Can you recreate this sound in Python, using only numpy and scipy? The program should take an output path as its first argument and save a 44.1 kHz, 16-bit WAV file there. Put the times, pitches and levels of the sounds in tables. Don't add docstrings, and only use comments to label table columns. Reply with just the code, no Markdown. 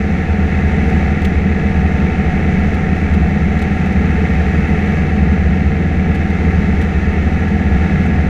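import sys
import numpy as np
from scipy import signal
from scipy.fft import rfft, irfft
from scipy.io import wavfile
from scipy.ndimage import uniform_filter1d

SR = 44100
rng = np.random.default_rng(int(sys.argv[2]) if len(sys.argv) > 2 else 0)


def to_wav(sig):
    pcm = np.clip(np.atleast_2d(sig), -1, 1) * 32767
    pcm = np.round(pcm).astype(np.int16)
    wavfile.write(sys.argv[1], SR, pcm.T)


N = 365588
TIME = np.arange(N) / SR
FREQ = np.maximum(np.arange(N // 2 + 1) * SR / N, 1)

# (frequency [Hz], width [Hz], relative level [dB])
FITTING_MODES = [(3140, 1800, 8), (6200, 3500, -5), (9400, 1600, -11.5), (11000, 1300, -16.5),
                 (13500, 1600, -12.5)]


def undb(db):
    return 10 ** (np.asarray(db) / 20)


def unit(x):
    return x / np.sqrt(np.mean(x ** 2))


def curve(rows):
    return np.interp(TIME, *np.transpose(rows))


def walk(rate):
    hold = max(int(SR / rate), 1)
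    steps = np.repeat(rng.standard_normal(N // hold + 1), hold)
    smooth = uniform_filter1d(uniform_filter1d(steps, hold), hold)
    return unit(smooth[:N])


def resonances(modes):
    power = 0
    for hz, width_hz, db in modes:
        detuning = (FREQ / hz - hz / FREQ) * hz / width_hz
        power = power + (undb(db) / (1 + detuning ** 2)) ** 2
    return np.sqrt(power)


def colour(x, gain):
    return irfft(rfft(x) * gain, N)


def turbulence(gain):
    return colour(rng.standard_normal(N) * np.sqrt(SR / 2), gain)


def drone(cycle, rumble_db, sing_db, waver_db=0.6, waver_db_per_order=0.0149, twist_turns=.00055):
    # (multiple of the two-turn engine cycle, rms level before modulation [dB])
    orders = [(1, -32), (2, -34), (4, -18.6), (5, -39), (7, -29), (8, -27.3), (9, -23.6), (10, -24.4),
              (11, -38), (12, -31), (13, -41.5), (14, -40.5), (16, -36.5), (17, -44), (22, -36.5),
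              (25, -49), (28, -47), (29, -51), (32, -49), (33, -43), (34, -48), (35, -48), (36, -40.5),
              (37, -36.5), (40, -50), (64, -50), (70, -50), (82, -42), (90, -46), (98, -44.5)]
    out = 0
    for order, db in orders:
        swell_db = .6 * rumble_db * (6 < order < 13) + sing_db * (24 < order < 41)
        flutter_db = (waver_db + waver_db_per_order * order) * walk(9)
        twist = twist_turns * order * walk(20)
        phase = order * cycle + twist + rng.random()
        amplitude = undb(db + swell_db + flutter_db) * np.sqrt(2)
        out = out + amplitude * np.sin(2 * np.pi * phase)
    return out


def clatter(cycle, ring_s=0.009, jitter_s=.0001, scatter_db=0.9, grit=0.49, wash_db=-3):
    # (place in the cycle [0-1], relative strength [dB])
    closings = [(.03, -7.5), (.11, 0), (.29, -2), (.35, -9.5), (.42, -2.5), (.59, -5), (.70, -5),
                (.81, -0.5)]
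    # (frequency [Hz], width [Hz], relative level [dB])
    panel_modes = [(1362, 423, -60.5), (1680, 120, -56.5), (1837, 123, -55), (2035, 310, -56.5),
                   (2236, 234, -58.5), (2588, 226, -62.5)]
    panel_low_hz = 970
    turns = np.arange(int(cycle[-1]) + 1)
    decay = np.exp(-TIME[:SR // 20] / ring_s)
    knocks, shake = 0, 0
    for place, db in closings:
        when = np.interp(turns + place, cycle, TIME) + jitter_s * rng.standard_normal(len(turns))
        size = undb(db + scatter_db * rng.standard_normal(len(turns)))
        size = size * (turns + place < cycle[-1])
        blows = np.bincount(np.clip(when * SR, 0, N - 1).astype(int), size, N)
        path = decay * rng.standard_normal(len(decay))
        knocks = knocks + signal.oaconvolve(blows, path)[:N]
        shake = shake + signal.oaconvolve(blows, decay)[:N]
    chatter = (grit * unit(shake) + undb(wash_db)) * rng.standard_normal(N)
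    panels = resonances(panel_modes) / (1 + (panel_low_hz / FREQ) ** 12)
    ringing_chatter = colour(chatter, panels) / np.sqrt(np.mean(panels ** 2))
    return unit(unit(colour(knocks, panels)) + ringing_chatter)


def whine(cycle, db=-43.5, slip_hz=1.6, flutter_hz=5, grain_db=2.7):
    ratio = 43.36
    slip = slip_hz * walk(6) + flutter_hz * walk(60)
    phase = ratio * cycle + np.cumsum(slip) / SR
    return undb(db + grain_db * walk(25)) * np.sqrt(2) * np.sin(2 * np.pi * phase)


def slipstream(cycle, swell_db, rumble_db, blade_depth=.12, flutter_db=.5, rumble_hz=280, hiss_hz=2800):
    # (frequency [Hz], density level [dB per root Hz])
    rush = [(12, -53), (24, -44), (34, -54), (100, -46), (300, -51), (480, -55), (560, -61.5), (1000, -75),
            (3000, -75), (4500, -85.5), (7000, -91), (8200, -99), (12500, -107), (15000, -116)]
    # (frequency [Hz], width [Hz], density level [dB per root Hz])
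    cabin_modes = [(159.3, 29, -37), (198.4, 33.5, -36), (434.4, 84, -50), (739, 182, -55.5),
                   (3770, 1100, -82), (6030, 1040, -86), (7200, 740, -95), (9250, 730, -99),
                   (10900, 500, -105), (13400, 1000, -107)]
    hz, db = np.transpose(rush)
    rush_gain = undb(np.interp(np.log(FREQ), np.log(hz), db))
    gain = np.hypot(rush_gain, resonances(cabin_modes))
    bass = 1 / (1 + (FREQ / rumble_hz) ** 4)
    treble = 1 / (1 + (hiss_hz / FREQ) ** 2) ** 2
    blades = 1 + blade_depth * np.sin(2 * np.pi * (2 * 2) * cycle)
    rumble = turbulence(gain * np.sqrt(bass)) * undb(rumble_db)
    roar = turbulence(gain * np.sqrt((1 - bass) * (1 - treble))) * undb(0.6 * swell_db)
    hiss = turbulence(gain * np.sqrt(treble)) * blades * undb(swell_db + flutter_db * walk(18))
    return rumble + roar + hiss


def boom(hz=70, width_hz=13, skirt_hz=50, trim_db=-1.4, evenness=.8):
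    # (time [s], level [dB])
    boom_level = [(0.0, -16), (0.18, -26), (0.32, -16), (2.04, -15.5), (2.16, -18), (2.98, -21.5),
                  (3.16, -13.5), (3.78, -22.5), (3.96, -16), (4.72, -16.3), (4.92, -24.8), (5.22, -14),
                  (5.96, -19), (7.26, -14.5), (7.42, -21.9), (7.76, -12), (7.98, -21.9), (8.28, -15)]
    ring = unit(turbulence(resonances([(hz, width_hz, 0)])))
    slow = np.sqrt(uniform_filter1d(ring ** 2, SR // 4))
    throb = unit(ring / slow ** evenness) * undb(curve(boom_level))
    return colour(throb, resonances([(hz, skirt_hz, trim_db)]))


def contacts(blows, modes, ring_s):
    ringing = signal.lfilter([1], [1, -np.exp(-1 / (ring_s * SR))], blows + 1e-18)
    body = resonances(modes)
    return colour(ringing * rng.standard_normal(N), body / np.sqrt(np.mean(body ** 2)))


def ticks(rate_hz=14, db=-55, spread_db=3.5):
    touches = rng.random(N) < rate_hz / SR * (1 + np.tanh(walk(4)))
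    size = undb(db + spread_db * np.clip(rng.standard_normal(N), -2, 2))
    return contacts(touches * size, FITTING_MODES[2:], ring_s=.0005)


def rattle(bounce_hz=1100, trim_db=-3.5, rise_s=0.0022):
    # (time [s], relative peak level [dB], decay time [s])
    runs = [(.552, -37, .004), (0.897, -29, .012), (1.219, -25, .008), (1.249, -18, 0.0083),
            (2.743, -27, .008), (2.960, -31, .01), (3.140, -24, .008), (3.593, -27, .006),
            (3.619, -23, .015), (3.859, -29, .012), (3.925, -26, .003), (6.150, -24, .008),
            (6.303, -27, .004), (6.814, -26, .02), (7.337, -27, .004), (7.483, -30, .004),
            (8.060, -30, .01)]
    blows = np.zeros(N)
    for start, db, decay_s in runs:
        after = np.arange(-2 * rise_s, 2 * decay_s, 1 / bounce_hz)
        chance = rng.random((SR // 100, 2))[:len(after)]
        at = ((start + after + chance[:, 0] / bounce_hz) * SR).astype(int)
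        size = .3 + .7 * chance[:, 1] ** 2
        envelope = np.exp(np.minimum(after / rise_s, -after / decay_s))
        blows[np.clip(at, 0, N - 1)] += undb(db) * envelope * size
    return undb(trim_db) * contacts(blows, FITTING_MODES, ring_s=.0006)


def scene():
    # (time [s], speed [revolutions a minute])
    speed = [(0, 2469), (0.3, 2469), (0.7, 2464), (1.3, 2460), (1.7, 2466), (2.05, 2464), (2.55, 2449),
             (2.9, 2446), (3.6, 2451), (4.2, 2453), (4.8, 2459), (5.8, 2458), (6.5, 2465), (7.4, 2470),
             (7.8, 2465), (8.29, 2459)]
    # (time [s], level [dB])
    clatter_level = [(0.0, -1.2), (1.0, 1.2), (1.3, -0.6), (2.44, 0.65), (3.04, -0.4), (4.84, 1.5),
                     (5.24, -0.7), (5.9, -1.9), (6.64, 0.3), (7.6, -1.0), (7.86, 1), (8.28, -1.3)]
    # (time [s], level [dB])
    rumble_level = [(0.0, -0.3), (0.36, -2.5), (1.1, 1.5), (1.34, -1.2), (2.88, 0.94), (6.14, 0.2),
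                    (6.32, -2), (6.56, 2), (6.96, -2.5), (8.28, 1.4)]
    # (time [s], level [dB])
    sing_level = [(0, -2), (1.05, 3.3), (1.42, -2), (1.8, 2), (2.6, 1.5), (3.3, 0.2), (4.2, 0.5),
                  (4.8, 0.5), (5.4, -1), (5.9, -2), (6.6, -1.8), (7.1, -1.2), (8.29, 2)]
    cycle = np.cumsum(curve(speed) / 60 / 2) / SR
    swell_db, rumble_db, sing_db = curve(clatter_level), curve(rumble_level), curve(sing_level)
    valves = clatter(cycle) * undb(-28.5 + swell_db)
    engine = drone(cycle, rumble_db, sing_db) + valves + whine(cycle) * undb(sing_db)
    air = slipstream(cycle, swell_db, rumble_db) + boom()
    fitting = ticks() + rattle()
    return (engine + air + fitting)[None]


def record(dry, ceiling=1.83):
    top_hz, ease_s = 15000, .002
    dry = signal.sosfilt(signal.butter(3, 13, "high", fs=SR, output="sos"), dry)
    ease = np.minimum(np.minimum(TIME, TIME[-1] - TIME) / ease_s, 1)
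    rounded = ease * ceiling * np.tanh(dry / ceiling)
    return signal.sosfilt(signal.ellip(8, .2, 70, top_hz, fs=SR, output="sos"), rounded)


dry = scene()
out = record(dry)
to_wav(out)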